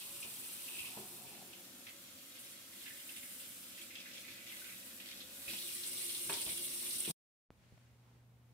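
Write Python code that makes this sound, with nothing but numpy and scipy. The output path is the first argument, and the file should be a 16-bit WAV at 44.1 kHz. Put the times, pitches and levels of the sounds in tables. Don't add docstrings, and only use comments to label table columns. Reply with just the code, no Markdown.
import sys
import numpy as np
from scipy import signal
from scipy.fft import rfft, irfft, next_fast_len
from scipy.io import wavfile
from scipy.ndimage import uniform_filter1d, map_coordinates

SR = 44100
rng = np.random.default_rng(int(sys.argv[2]) if len(sys.argv) > 2 else 0)


def file_out(sig):
    cols = np.atleast_2d(sig).T
    lim = np.clip(cols, -1, 1)
    pcm = np.round(lim * 32767).astype(np.int16)
    wavfile.write(sys.argv[1], SR, pcm)


N = 376173
TIME = np.arange(N) / SR

# frequency in Hz, strength in dB per Hz.
RUMBLE_SPECTRUM = [(25, -30), (38, -21), (50, -9), (70, 3), (110, -6.5), (200, -5.5), (300, -14),
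                   (480, -15.5), (780, -18), (1100, -20), (2000, -33)]
# frequency in Hz, strength in dB per Hz.
AIR_SPECTRUM = [(200, -11), (700, -26), (1300, 9), (2200, 10), (4000, 3.5), (6500, -2.5), (10000, -8),
                (15500, -24)]
# time in seconds, level in dB before the treble is changed.
AIR_LEVEL = [(7.5, -80.5), (7.57, -79.5), (7.63, -75), (7.82, -75.5), (7.95, -78.5), (8.15, -77.5),
             (8.28, -81.5), (8.5, -80.5)]
# time in seconds, change in dB.
AIR_TREBLE = [(7.5, 2), (7.7, 5), (8.15, 4), (8.27, -2), (8.5, 2)]
# time in seconds, level in dB.
HUM_LEVEL = [(7.5, -76), (7.7, -69), (7.74, -65.5), (8.53, -64.5)]
# start in seconds, level in dB, brightness in Hz,
# t60 in seconds.
TAPS = [(7.635, -66, 3000, 0.05), (7.723, -53, 130, 0.16), (7.776, -58, 2600, 0.03),
        (7.812, -70, 2500, .06), (7.847, -69, 3000, .03), (8.072, -69, 900, .12), (8.15, -67, 400, .2)]
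# time in seconds, level in dB.
SLIDE_LEVEL = [(7.98, -95), (8.05, -75.5), (8.1, -77), (8.2, -80), (8.3, -100)]
# frequency in Hz, strength in dB per Hz.
SLIDE_SPECTRUM = [(300, -14), (520, -4), (680, -6), (850, 0), (1150, -5), (1600, -15), (4000, -30)]

# frequency in Hz, t60 of the echo in seconds.
WALLS = [(150, 0.67), (1000, 0.51), (4000, 0.15), (14000, 0.055)]
# frequency in Hz, likeness (1 is the same, 0 is unrelated).
ALIKE = [(60, 0.63), (250, 0.91), (600, 0.7), (900, 0.44), (1300, 0.1), (2000, 0.035), (2800, 0.27),
         (6000, -0.075), (15000, 0.07)]
# frequency in Hz, left minus right in dB.
LEAN = [(100, 1), (600, 0), (1100, 1), (2000, -3), (3300, -1.5), (4300, 2), (5600, 4.5), (7000, 2),
        (8500, 0), (10500, -1.5), (12000, -0.5), (15000, -2)]

# start in seconds, level in dB, brightness in Hz,
# t60 in seconds, panel boom level in dB, boom pitch in Hz.
KNOCKS = [(.25, -57, 599.7, .14, -63, 216), (0.791, -64, 150, 0.16, -63, 79.7),
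          (0.9694, -48, 850, 0.1, -51, 213.4), (.987, -52, 650, 0.14, -50.5, 382),
          (5.496, -65, 900, 0.046, -58.5, 327), (5.531, -57, 1800, 0.11, -55, 206),
          (6.249, -62, 60, 0.95, -67.5, 60.3), (6.295, -38, 3200, 0.096, -46.5, 403),
          (6.319, -49.5, 1500, 0.18, -64, 62), (6.465, -51.5, 650, 0.19, -56.5, 70),
          (7.077, -43.5, 250, 0.17, -44.5, 177), (7.096, -50, 900, 0.098, -38.5, 172.5)]
# frequency in Hz, strength in dB.
CABINET = [(30, -35), (70, -23.5), (130, -6.5), (220, -14), (350, -2), (440, -7), (540, -10.5), (650, -6),
           (770, -4.5), (880, -2.5), (1050, -4), (1230, -11.5), (1700, -6.5), (1900, -7.5), (3000, -8.5),
           (8000, -19)]

# time in seconds, hollow sound in dB before a cut of 3.5 dB,
# its typical pitch in Hz, low gurgle in dB.
HOLLOW = [(0, -71, 995, -68), (.6, -76, 960, -72.5), (.93, -70.5, 930, -66.5), (1.03, -69, 905, -67.5),
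          (1.25, -70.5, 825, -63.5), (1.44, -70, 766, -62.5), (1.52, -74.5, 800, -68.5),
          (1.9, -82, 728, -78)]
# frequency in Hz, width in Hz, strength in dB.
GURGLE_MODES = [(129.6, 4.5, 7), (204, 29, 1), (352.7, 15, 2), (423, 14, -0.5)]

# start in seconds, reference level in dB,
# typical bubble pitch in Hz, pouring time in seconds, width in octaves (narrow plops, wide smacks).
SPLASHES = [(.227, -42, 2700, .012, 0.27), (.68, -44.5, 2550, .09, 0.41), (.786, -41, 2550, .025, .25),
            (.849, -43.5, 2550, .022, .3), (.913, -51.5, 2750, .018, .5), (1.269, -50, 2660, .09, .4),
            (1.532, -45.5, 3000, .003, 0.18), (1.868, -44, 2510, .007, 0.5),
            (1.888, -48.5, 3100, .003, 0.45), (2.355, -47.5, 3149, .025, 0.36),
            (2.727, -51, 2120, .006, 0.34), (2.81, -50.5, 3400, .015, .6), (2.858, -45, 2150, .01, 0.61),
            (2.875, -46.5, 3400, .012, .5), (2.905, -48, 1880, .004, 0.27), (2.95, -54, 2100, .12, .1),
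            (3.092, -43.5, 2800, .012, 0.28), (3.163, -43.5, 3000, .022, .5), (3.23, -48.5, 2120, .005, .2),
            (3.314, -56, 3150, .003, 0.27), (3.401, -48, 3000, .06, .25), (3.75, -53.5, 3370, .004, 0.23),
            (3.777, -51, 2100, .012, 0.22), (3.813, -45.5, 3180, .028, 0.36),
            (3.905, -43.5, 2250, .003, 0.3), (3.954, -40.5, 3150, .006, 0.35),
            (3.983, -44.5, 2800, .005, .8), (4.003, -45, 3600, .012, 0.66), (4.057, -44, 1970, .008, .25),
            (4.113, -48, 3040, .004, 0.52), (4.136, -48.5, 4300, .004, 0.56), (4.15, -47.5, 2550, .03, .6),
            (4.179, -44.5, 3660, .025, 1.1), (4.246, -46.5, 2310, .008, 0.23),
            (4.279, -44, 2100, .01, 0.55), (4.313, -49, 3920, .01, .25), (4.375, -46.5, 2450, .055, 0.56),
            (4.466, -45.5, 2480, .03, 0.34), (4.497, -45, 3390, .006, 0.31),
            (4.517, -43.5, 2150, .022, 0.41), (4.564, -46.5, 3700, .012, 1.1),
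            (4.616, -51.5, 1500, .003, .2), (4.643, -45.5, 2800, .017, 0.65),
            (4.69, -45.5, 2130, .006, 0.18), (4.722, -49, 2670, .01, .3), (4.907, -53, 1800, .003, 0.2),
            (4.912, -51.5, 3300, .003, .6), (5.001, -42, 2750, .007, 0.76), (5.058, -46, 3200, .004, 0.72),
            (5.087, -46, 3700, .008, .7), (5.112, -44.5, 3200, .006, 1.1), (5.173, -49.5, 5000, .003, .6),
            (5.205, -44, 3750, .018, 0.35), (5.48, -37, 2600, .004, 0.25), (5.498, -37.5, 3400, .025, 0.57),
            (5.535, -38, 3130, .03, 0.79), (5.585, -39.5, 3600, .012, 0.26), (5.69, -41, 2930, .035, 0.28),
            (5.834, -39.5, 3700, .013, 0.42), (5.955, -45.5, 4300, .01, 0.34),
            (6.094, -39, 3550, .02, 0.38), (6.149, -39, 3700, .02, 0.46), (6.297, -35.5, 3000, .012, 0.46),
            (6.325, -34, 3500, .012, 0.34), (6.338, -36, 4500, .025, 0.69), (6.382, -37.5, 3200, .012, .3),
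            (6.41, -40, 3800, .02, .5), (6.464, -38, 3000, .015, 0.32), (6.49, -38, 3200, .025, 0.65),
            (6.573, -39.5, 3203, .02, 0.29), (6.863, -41.5, 3400, .005, .3), (6.908, -38, 4900, .042, .5),
            (7.048, -36.5, 3410, .047, 0.23)]
# time in seconds, level in dB.
SPILL_LEVEL = [(0, -50), (.06, -60), (.35, -60.5), (.9, -58), (1.1, -65.5), (1.7, -67.5), (2.1, -66),
               (2.5, -61.5), (2.69, -66.5), (2.78, -60.5), (3.6, -64), (3.8, -58.5), (3.89, -62), (4, -58),
               (4.18, -57), (4.35, -59), (4.7, -60), (4.85, -62.5), (4.97, -61.5), (5.15, -58.5),
               (5.35, -64.5), (5.55, -56), (7.1, -60)]
# frequency in Hz, strength in dB per Hz.
SPATTER_SPECTRUM = [(500, -14.5), (1000, -10), (1600, -9.5), (2150, -2), (2800, -3.5), (3500, 2),
                    (4500, -1), (5500, -3.5), (6700, -10.5), (10000, -37.5)]
# frequency in Hz, change in dB.
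BOWL = [(900, -11), (1450, 0), (1800, -0.5), (2050, -0.5), (2400, 0), (2750, 1), (3050, -1.5), (3300, 2),
        (3900, 2), (4700, 3), (7000, 5.5)]
# frequency in Hz, change in dB.
CUPPED = [(1100, 4), (1750, -12), (2350, 2), (2750, 4), (3400, 1), (4500, 1)]

# time in seconds, amount in dB.
SPRAY = [(0.0, -55.5), (0.79, -54), (1.5, -63.5), (2.39, -64), (2.41, -60), (2.65, -64), (2.73, -62),
         (2.8, -58.5), (2.86, -59), (3.34, -56.5), (3.87, -61), (3.99, -65), (4.19, -62), (4.42, -64.5),
         (4.54, -57), (5.23, -62.5), (5.47, -56.5), (5.51, -54), (6.0, -51), (6.04, -50.5), (7.03, -50),
         (7.09, -50.5)]
JET_LAYERS = {"wash": (-56, 0.32, 5, 2), "patter": (-56.5, 1.67, -0.5, 2), "mist": (-51.5, 1, 1.5, -3)}
# time in seconds, share of the jet that hits the bare basin.
BARE_SHARE = [(5.3, 0), (5.475, 0.098), (5.5, 0.95)]
# time in seconds, level in dB.
DRUM_LEVEL = [(0, -66), (1.2, -66), (1.6, -65.5), (2.7, -66), (4.2, -65), (5.0, -64), (5.8, -61.5),
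              (6.4, -59), (7.1, -60)]
# frequency in Hz, width in Hz, strength in dB.
BASIN_MODES = [(88.5, 41, -9.5), (125, 14.2, -5), (188.5, 11, -1), (236, 45, 0.5), (268.3, 58, 0),
               (347.3, 15, -1.5), (513, 4.5, -4.5), (565.8, 6.7, 1), (557, 216, -13)]
# frequency in Hz, width in Hz, strength in dB.
BARE_BASIN_MODES = [(92, 32, -10.5), (202.5, 95, -1), (236.4, 59, 6), (260.7, 42, 4), (349.8, 12, 6.5),
                    (425, 11, -9), (494, 25, -9), (580, 60, -9), (910, 63, -28)]
# frequency in Hz, width in Hz, strength in dB.
BARE_RING_MODES = [(2150, 90, -4), (2845, 140, 1.5), (3360, 180, -5), (3980, 84, -3), (4180, 64, 2.5),
                   (5440, 91, -12)]
# frequency in Hz, strength in dB per Hz.
WASH_SPECTRUM = [(200, -16), (900, -12), (1350, -1.5), (2000, -4), (3500, 1.5), (5300, 0.5), (6600, 1.5),
                 (8000, 2.5), (11500, -5.5), (15600, -5.5)]
# frequency in Hz, strength in dB per Hz.
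BARE_WASH_SPECTRUM = [(200, -34.5), (900, -17), (1500, -17), (2300, -20.5), (3500, 3.5), (4600, -1),
                      (5600, 0), (6700, -8), (8000, 2), (11500, -6.5), (15600, -4)]
# frequency in Hz, strength in dB per Hz.
MIST_SPECTRUM = [(3000, -30.5), (6500, -16), (8000, -5), (11500, -.5), (12800, -0.5), (14000, 0),
                 (14900, -3.5), (15600, -4.5)]
# frequency in Hz, strength in dB per Hz.
PATTER_SPECTRUM = [(3000, -37), (6700, -7.5), (7600, 0.5), (8400, 1.5), (9800, 5.5), (10400, 1.5),
                   (11200, -7), (15000, -18.5)]
# frequency in Hz, strength in dB per Hz.
WET_PATTER_SPECTRUM = [(3000, -33), (7100, -9.5), (7800, -3.5), (8600, 6.5), (9900, 5.5), (10700, 1.5),
                       (11100, -11), (15000, -26)]
# start in seconds, level in dB.
FLICKS = [(.2, -51), (2.39, -57), (2.51, -60), (3.16, -54), (3.81, -56), (4.19, -59)]
# peak time in seconds, level in dB.
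TICKS = [(5.752, -41), (5.972, -45), (6.019, -37), (6.103, -41.5), (6.276, -41.5), (6.307, -41.5),
         (6.332, -35.5), (6.417, -34), (6.577, -38.5), (6.712, -43), (6.827, -41), (6.962, -40),
         (7.005, -36)]

BREAK_S, RESUME_S = 7.111, 7.505
LOW_CUT_HZ, TOP_HZ = 34, 15650
LEFT_LEAD_S = .00008
RUMBLE_DB = -69.5
AIR_SPLIT_HZ = 5100
BOOM_T60 = 0.28
RISE_S = 0.0033
OPENING_START_S, OPENING_END_S = 1.0, 1.6
SPILL_HZ, SPILL_SPREAD = 3045, .25
GUSH_SPREAD, GUSH_T60 = 0.19, 0.15
FROTH_DB, SPATTER_DB = -13, -18
CLUMP_DB = 1.4
BURST_S, BURST_CLIMB = .028, 0.33
BURST_SPREAD = 0.19
SLAP_DB, SLAP_T60, SLAP_GRAINS_PER_S = -7, 0.035, 4200
USUAL_SPRAY_DB = -56.5
FLICK_HOLD_S, FLICK_T60, TICK_T60 = 0.027, 0.044, 0.022
CLEAR_START_S, CLEAR_END_S = 5.5, 5.85
WET_S = 5.9
SURGE_S, SURGE_DB, SURGE_T60 = 5.478, -53, 0.48
BARE_RING_DB = -9.5


def amp(db):
    return 10 ** (np.asarray(db) / 20)


def unit(x):
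    return x / np.sqrt(np.mean(x ** 2) + 1e-20)


def along(points, hz):
    f, v = np.transpose(points)
    return np.interp(np.log(hz + 1), np.log(f + 1), v)


def curves(rows):
    s, *columns = np.transpose(rows)
    return [np.interp(TIME, s, column) for column in columns]


def level(rows):
    return amp(curves(rows)[0])


def wobble(rate):
    knots = rng.standard_normal(int(N * rate / SR) + 4)
    return map_coordinates(knots, [TIME * rate])


def filtered(x, response):
    m = next_fast_len(N + SR // 2)
    hz = np.fft.rfftfreq(m, 1 / SR)
    return irfft(rfft(x, m) * response(hz), m)[..., :N]


def coloured(x, spectrum):
    return unit(filtered(x, lambda hz: amp(along(spectrum, hz))))


def ringing(x, modes):
    def response(f):
        total = 0
        for k, (centre, width, db) in enumerate(modes):
            resonance = 1j * f * width / (centre ** 2 - f ** 2 + 1j * f * width)
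            total = total + (-1) ** k * amp(db) * resonance
        return total
    return unit(filtered(x, response))


def impacts(rate, size_db):
    chance = rng.random((2, N))
    sign, size = rng.standard_normal((2, 2, N))
    return unit((chance < rate / SR) * np.sign(sign) * amp(size_db * np.clip(size, -2.5, 2.5)))


def bubbles(s, hz, gain, cycles, rise):
    t = np.arange(SR // 60) / SR
    age = t * hz[:, None] / cycles
    phase = 2 * np.pi * cycles * (age + rise * (age - 1 + np.exp(-age)))
    body = gain[:, None] * np.exp(-3 * age) * (1 - np.exp(-30 * age))
    at = (np.abs(s[:, None] + t) * SR).astype(int).ravel()
    streams = []
    for offset in rng.uniform(0, 2 * np.pi, (len(s), 2)).T:
        sound = body * np.sin(phase + offset[:, None])
        streams.append(np.bincount(at, sound.ravel(), N)[:N])
    return np.array(streams)


def bathroom(x, wet_db, count=9):
    hz, t, z = signal.stft(rng.standard_normal((count, 2, SR // 4)), SR, nperseg=256)
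    fade = amp(-60 * t / along(WALLS, hz)[:, None])
    tails = signal.istft(z * fade, SR, nperseg=256)[1]
    echo, step = np.zeros((2, N + SR)), N // count + 1
    for k, tail in enumerate(tails):
        stretch = x[:, k * step:(k + 1) * step]
        piece = signal.fftconvolve(stretch, tail / np.linalg.norm(tail[0]), axes=1)
        echo[:, k * step:][:, :piece.shape[1]] += piece
    return (x + amp(wet_db) * echo[:, :N]) / np.hypot(1, amp(wet_db))


def droplets(rate, size_db, wash_db, wet_db):
    smooth = amp(wash_db) * rng.standard_normal((2, N))
    return bathroom(impacts(rate, size_db) + smooth, wet_db, count=6)


def patchy(x, patchy_db):
    z = signal.stft(x, nperseg=256)[2]
    field = rng.standard_normal(z.shape[1:])
    field = uniform_filter1d(field, size=6, axis=0)
    field = uniform_filter1d(field, size=9, axis=1)
    return unit(signal.istft(z * amp(patchy_db * unit(field)), nperseg=256)[1][:, :N])


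def swell(s, db, hold, t60):
    age = np.maximum(TIME - s, 0)
    fall_db = 60 * np.clip(age - hold, 0, t60 * 2) / t60
    return amp(db - fall_db) * np.minimum(age / RISE_S, 1)


def stereo(x):
    def shares(hz):
        turn = np.arccos(np.clip(along(ALIKE, hz), -1, 1)) / 2
        return np.array([np.cos(turn), np.sin(turn)])
    mid, side = filtered(x, shares)
    return np.array([mid + side, mid - side])


def blows(rows, body):
    out, t = np.zeros((2, N + SR)), np.arange(SR // 2) / SR
    hz = np.fft.rfftfreq(len(t), 1 / SR)
    for s, db, bright_hz, t60 in rows:
        colour = amp(along(body, hz)) / np.hypot(1, (hz / bright_hz) ** 2)
        shudder = unit(irfft(rfft(rng.standard_normal((2, len(t)))) * colour, len(t)))
        envelope = amp(db - 60 * t / t60) * (1 - np.exp(-t / 0.00043))
        out[:, round(s * SR):][:, :len(t)] += envelope * shudder
    return out[:, :N]


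def still_air():
    rumble = amp(RUMBLE_DB) * coloured(rng.standard_normal((2, N)), RUMBLE_SPECTRUM)
    air = level(AIR_LEVEL) * coloured(rng.standard_normal((2, N)), AIR_SPECTRUM)
    treble = filtered(air, lambda hz: 1 - 1 / (1 + (hz / AIR_SPLIT_HZ) ** 4))
    return rumble + air + (level(AIR_TREBLE) - 1) * treble


def mains_hum():
    phase = 2 * np.pi * 120 * TIME
    wavering = amp(curves(HUM_LEVEL)[0] + 0.64 * wobble(29))
    return wavering * unit(np.sin(phase) + amp(-17.5) * np.sin(2 * phase))


def handling():
    slide = level(SLIDE_LEVEL) * coloured(impacts(rate=1300, size_db=5), SLIDE_SPECTRUM)
    table = [(40, -13), (100, 14.0), (1500, -1), (8000, -5)]  # Hz, dB
    return slide + blows(TAPS, table)


def quiet_room():
    return stereo(still_air() + handling()) + mains_hum()


def click():
    u = np.maximum(TIME - RESUME_S, 0) / 0.0013
    return -amp(-38.5) * (1 - np.exp(-u * 14)) * (1 - u) * np.exp(-u)


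def knocks():
    out = bathroom(blows([row[:4] for row in KNOCKS], CABINET), wet_db=-10.5)
    for s, *_, db, hz in KNOCKS:
        age = np.maximum(TIME - s, 0)
        boom = amp(db - 60 * age / BOOM_T60) * np.sin(2 * np.pi * hz * age)
        out[0] += boom
    return out


def churn(count=450):
    hollow_db, hollow_hz, gurgle_db = curves(HOLLOW)
    s = rng.random(count) * HOLLOW[-1][0]
    hz = np.interp(s, TIME, hollow_hz) * np.exp(0.12 * rng.standard_normal(count))
    hollow = bubbles(s, hz, rng.random(count), cycles=8.3, rise=0.042)
    hollow = unit(bathroom(hollow, wet_db=-6.5, count=4))
    gurgle = ringing(impacts(rate=1000, size_db=3.5), GURGLE_MODES)
    return amp(hollow_db - 3.5) * hollow + amp(gurgle_db) * gurgle


def spill(count=5000):
    runoff = level(SPILL_LEVEL) ** 2
    gushes, log_pitch = np.zeros(N), np.zeros(N)
    for s, db, hz, pour, _ in SPLASHES:
        power = swell(s, db + FROTH_DB, pour, GUSH_T60) ** 2
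        gushes += power
        log_pitch += power * np.log(hz / SPILL_HZ)
    total = runoff + gushes
    s = rng.random(count) * BREAK_S
    pitch = np.clip(rng.standard_normal(count), -2, 2)
    size = np.minimum(rng.exponential(1, count), 2.8)
    spread = np.interp(s, TIME, (runoff * SPILL_SPREAD + gushes * GUSH_SPREAD) / total)
    hz = SPILL_HZ * np.exp(np.interp(s, TIME, log_pitch / total) + spread * pitch)
    froth = unit(bubbles(s, hz, amp(3.5 * size), cycles=15, rise=0.16))
    spatter_power = (runoff + amp(SPATTER_DB - FROTH_DB) ** 2 * gushes) / total
    spatter = np.sqrt(spatter_power) * coloured(impacts(rate=1300, size_db=5), SPATTER_SPECTRUM)
    clumps = amp(CLUMP_DB * wobble(45))
    return np.sqrt(total) * unit(bathroom(clumps * (froth + spatter), wet_db=3.5))


def slaps():
    out, t = np.zeros((2, N + SR)), np.arange(SR // 20) / SR
    octave = np.log2(np.fft.rfftfreq(len(t), 1 / SR) + 1)
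    for s, db, hz, _, width in SPLASHES:
        colour = np.exp(-((octave - np.log2(hz)) / width) ** 2)
        grains = rng.standard_normal((2, len(t))) * (rng.random(len(t)) < SLAP_GRAINS_PER_S / SR)
        puff = unit(irfft(rfft(grains) * colour, len(t)))
        out[:, round(s * SR):][:, :len(t)] += amp(db + SLAP_DB - 60 * t / SLAP_T60) * puff
    return out[:, :N]


def splashes(count=8):
    s, db, hz, _, width = np.repeat(SPLASHES, count, axis=0).T
    order = np.tile(np.arange(count) / count, len(SPLASHES))
    late, sharp = rng.standard_normal((2, len(s)))
    delay = BURST_S * order * np.exp(0.22 * late)
    climb = BURST_CLIMB * (order - .25)
    pitch = hz * np.exp(climb + BURST_SPREAD * width * np.clip(sharp, -1.5, 1.5))
    burst = bubbles(s + delay, pitch, amp(db + 0.5 - 34 * order), cycles=13, rise=0.12)
    return bathroom(burst + slaps(), wet_db=-1.0)


def splashing():
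    water = filtered(spill() + splashes(), lambda hz: amp(along(BOWL, hz)))
    through_hands = filtered(water, lambda hz: amp(along(CUPPED, hz)))
    cupped = np.interp(TIME, [OPENING_START_S, OPENING_END_S], [1, 0])
    return (1 - cupped) * water + cupped * through_hands


def jet_drum(bare):
    push = impacts(rate=1500, size_db=1.5)
    drum = np.sqrt(1 - bare) * ringing(push, BASIN_MODES) + np.sqrt(bare) * ringing(push, BARE_BASIN_MODES)
    surge = swell(SURGE_S, SURGE_DB, 0, SURGE_T60)
    return np.hypot(level(DRUM_LEVEL), surge) * drum


def jet_wash(bare):
    drops = droplets(rate=5000, size_db=6.5, wash_db=-4.5, wet_db=-3.0)
    bowl = ringing(impacts(rate=3200, size_db=6), BARE_RING_MODES)
    bare_wash = coloured(drops, BARE_WASH_SPECTRUM) + amp(BARE_RING_DB) * bowl
    bare_wash = patchy(bare_wash, patchy_db=2.25)
    return np.sqrt(1 - bare) * coloured(drops, WASH_SPECTRUM) + np.sqrt(bare) * bare_wash


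def jet_patter():
    beads = droplets(rate=1500, size_db=3.5, wash_db=-8.5, wet_db=-8.0)
    first, wet = coloured(beads, PATTER_SPECTRUM), coloured(beads, WET_PATTER_SPECTRUM)
    return np.where(TIME > WET_S, wet, first)


def jet():
    spray_db = curves(SPRAY)[0] - USUAL_SPRAY_DB
    bare = np.clip(curves(BARE_SHARE)[0], 0, 1)
    clear = np.interp(TIME, [CLEAR_START_S, CLEAR_END_S], [0, 1])
    gain = {}
    for name, (db, grows, bare_db, clear_db) in JET_LAYERS.items():
        gain[name] = amp(db + grows * spray_db + bare_db * bare + clear_db * clear)
    flicks = sum(swell(s, db, FLICK_HOLD_S, FLICK_T60) for s, db in FLICKS)
    ticks = sum(swell(s - RISE_S, db, RISE_S, TICK_T60) for s, db in TICKS)
    flutter_db = 1.3 * wobble(40)
    patter = np.hypot(gain["patter"], flicks + ticks) * amp(flutter_db) * jet_patter()
    mist = coloured(droplets(rate=4100, size_db=4.5, wash_db=-4.5, wet_db=-5.0), MIST_SPECTRUM)
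    mist = gain["mist"] * amp(.5 * flutter_db) * mist
    return jet_drum(bare) + gain["wash"] * jet_wash(bare) + patter + mist


def scene():
    water = stereo(knocks() + churn() + splashing() + jet())
    half = np.array([[.5], [-.5]])

    def to_the_left(hz):
        return amp(half * along(LEAN, hz)) * np.exp(2j * np.pi * hz * half * LEFT_LEAD_S)
    water = filtered(water, to_the_left)
    closing = amp(np.interp(TIME - BREAK_S, [0, .012, .05, .25], [0.5, -38.0, -79.5, -100]))
    opening = np.clip((TIME - RESUME_S) / .005, 0, 1)
    return opening * quiet_room() + click() + closing * water


def record(dry):
    dry = filtered(dry, lambda hz: 1 - 1 / (1 + (hz / LOW_CUT_HZ) ** 4))
    return filtered(dry, lambda hz: 1 / np.hypot(1, (hz / TOP_HZ) ** 150))


dry = scene()
out = record(dry)
file_out(out)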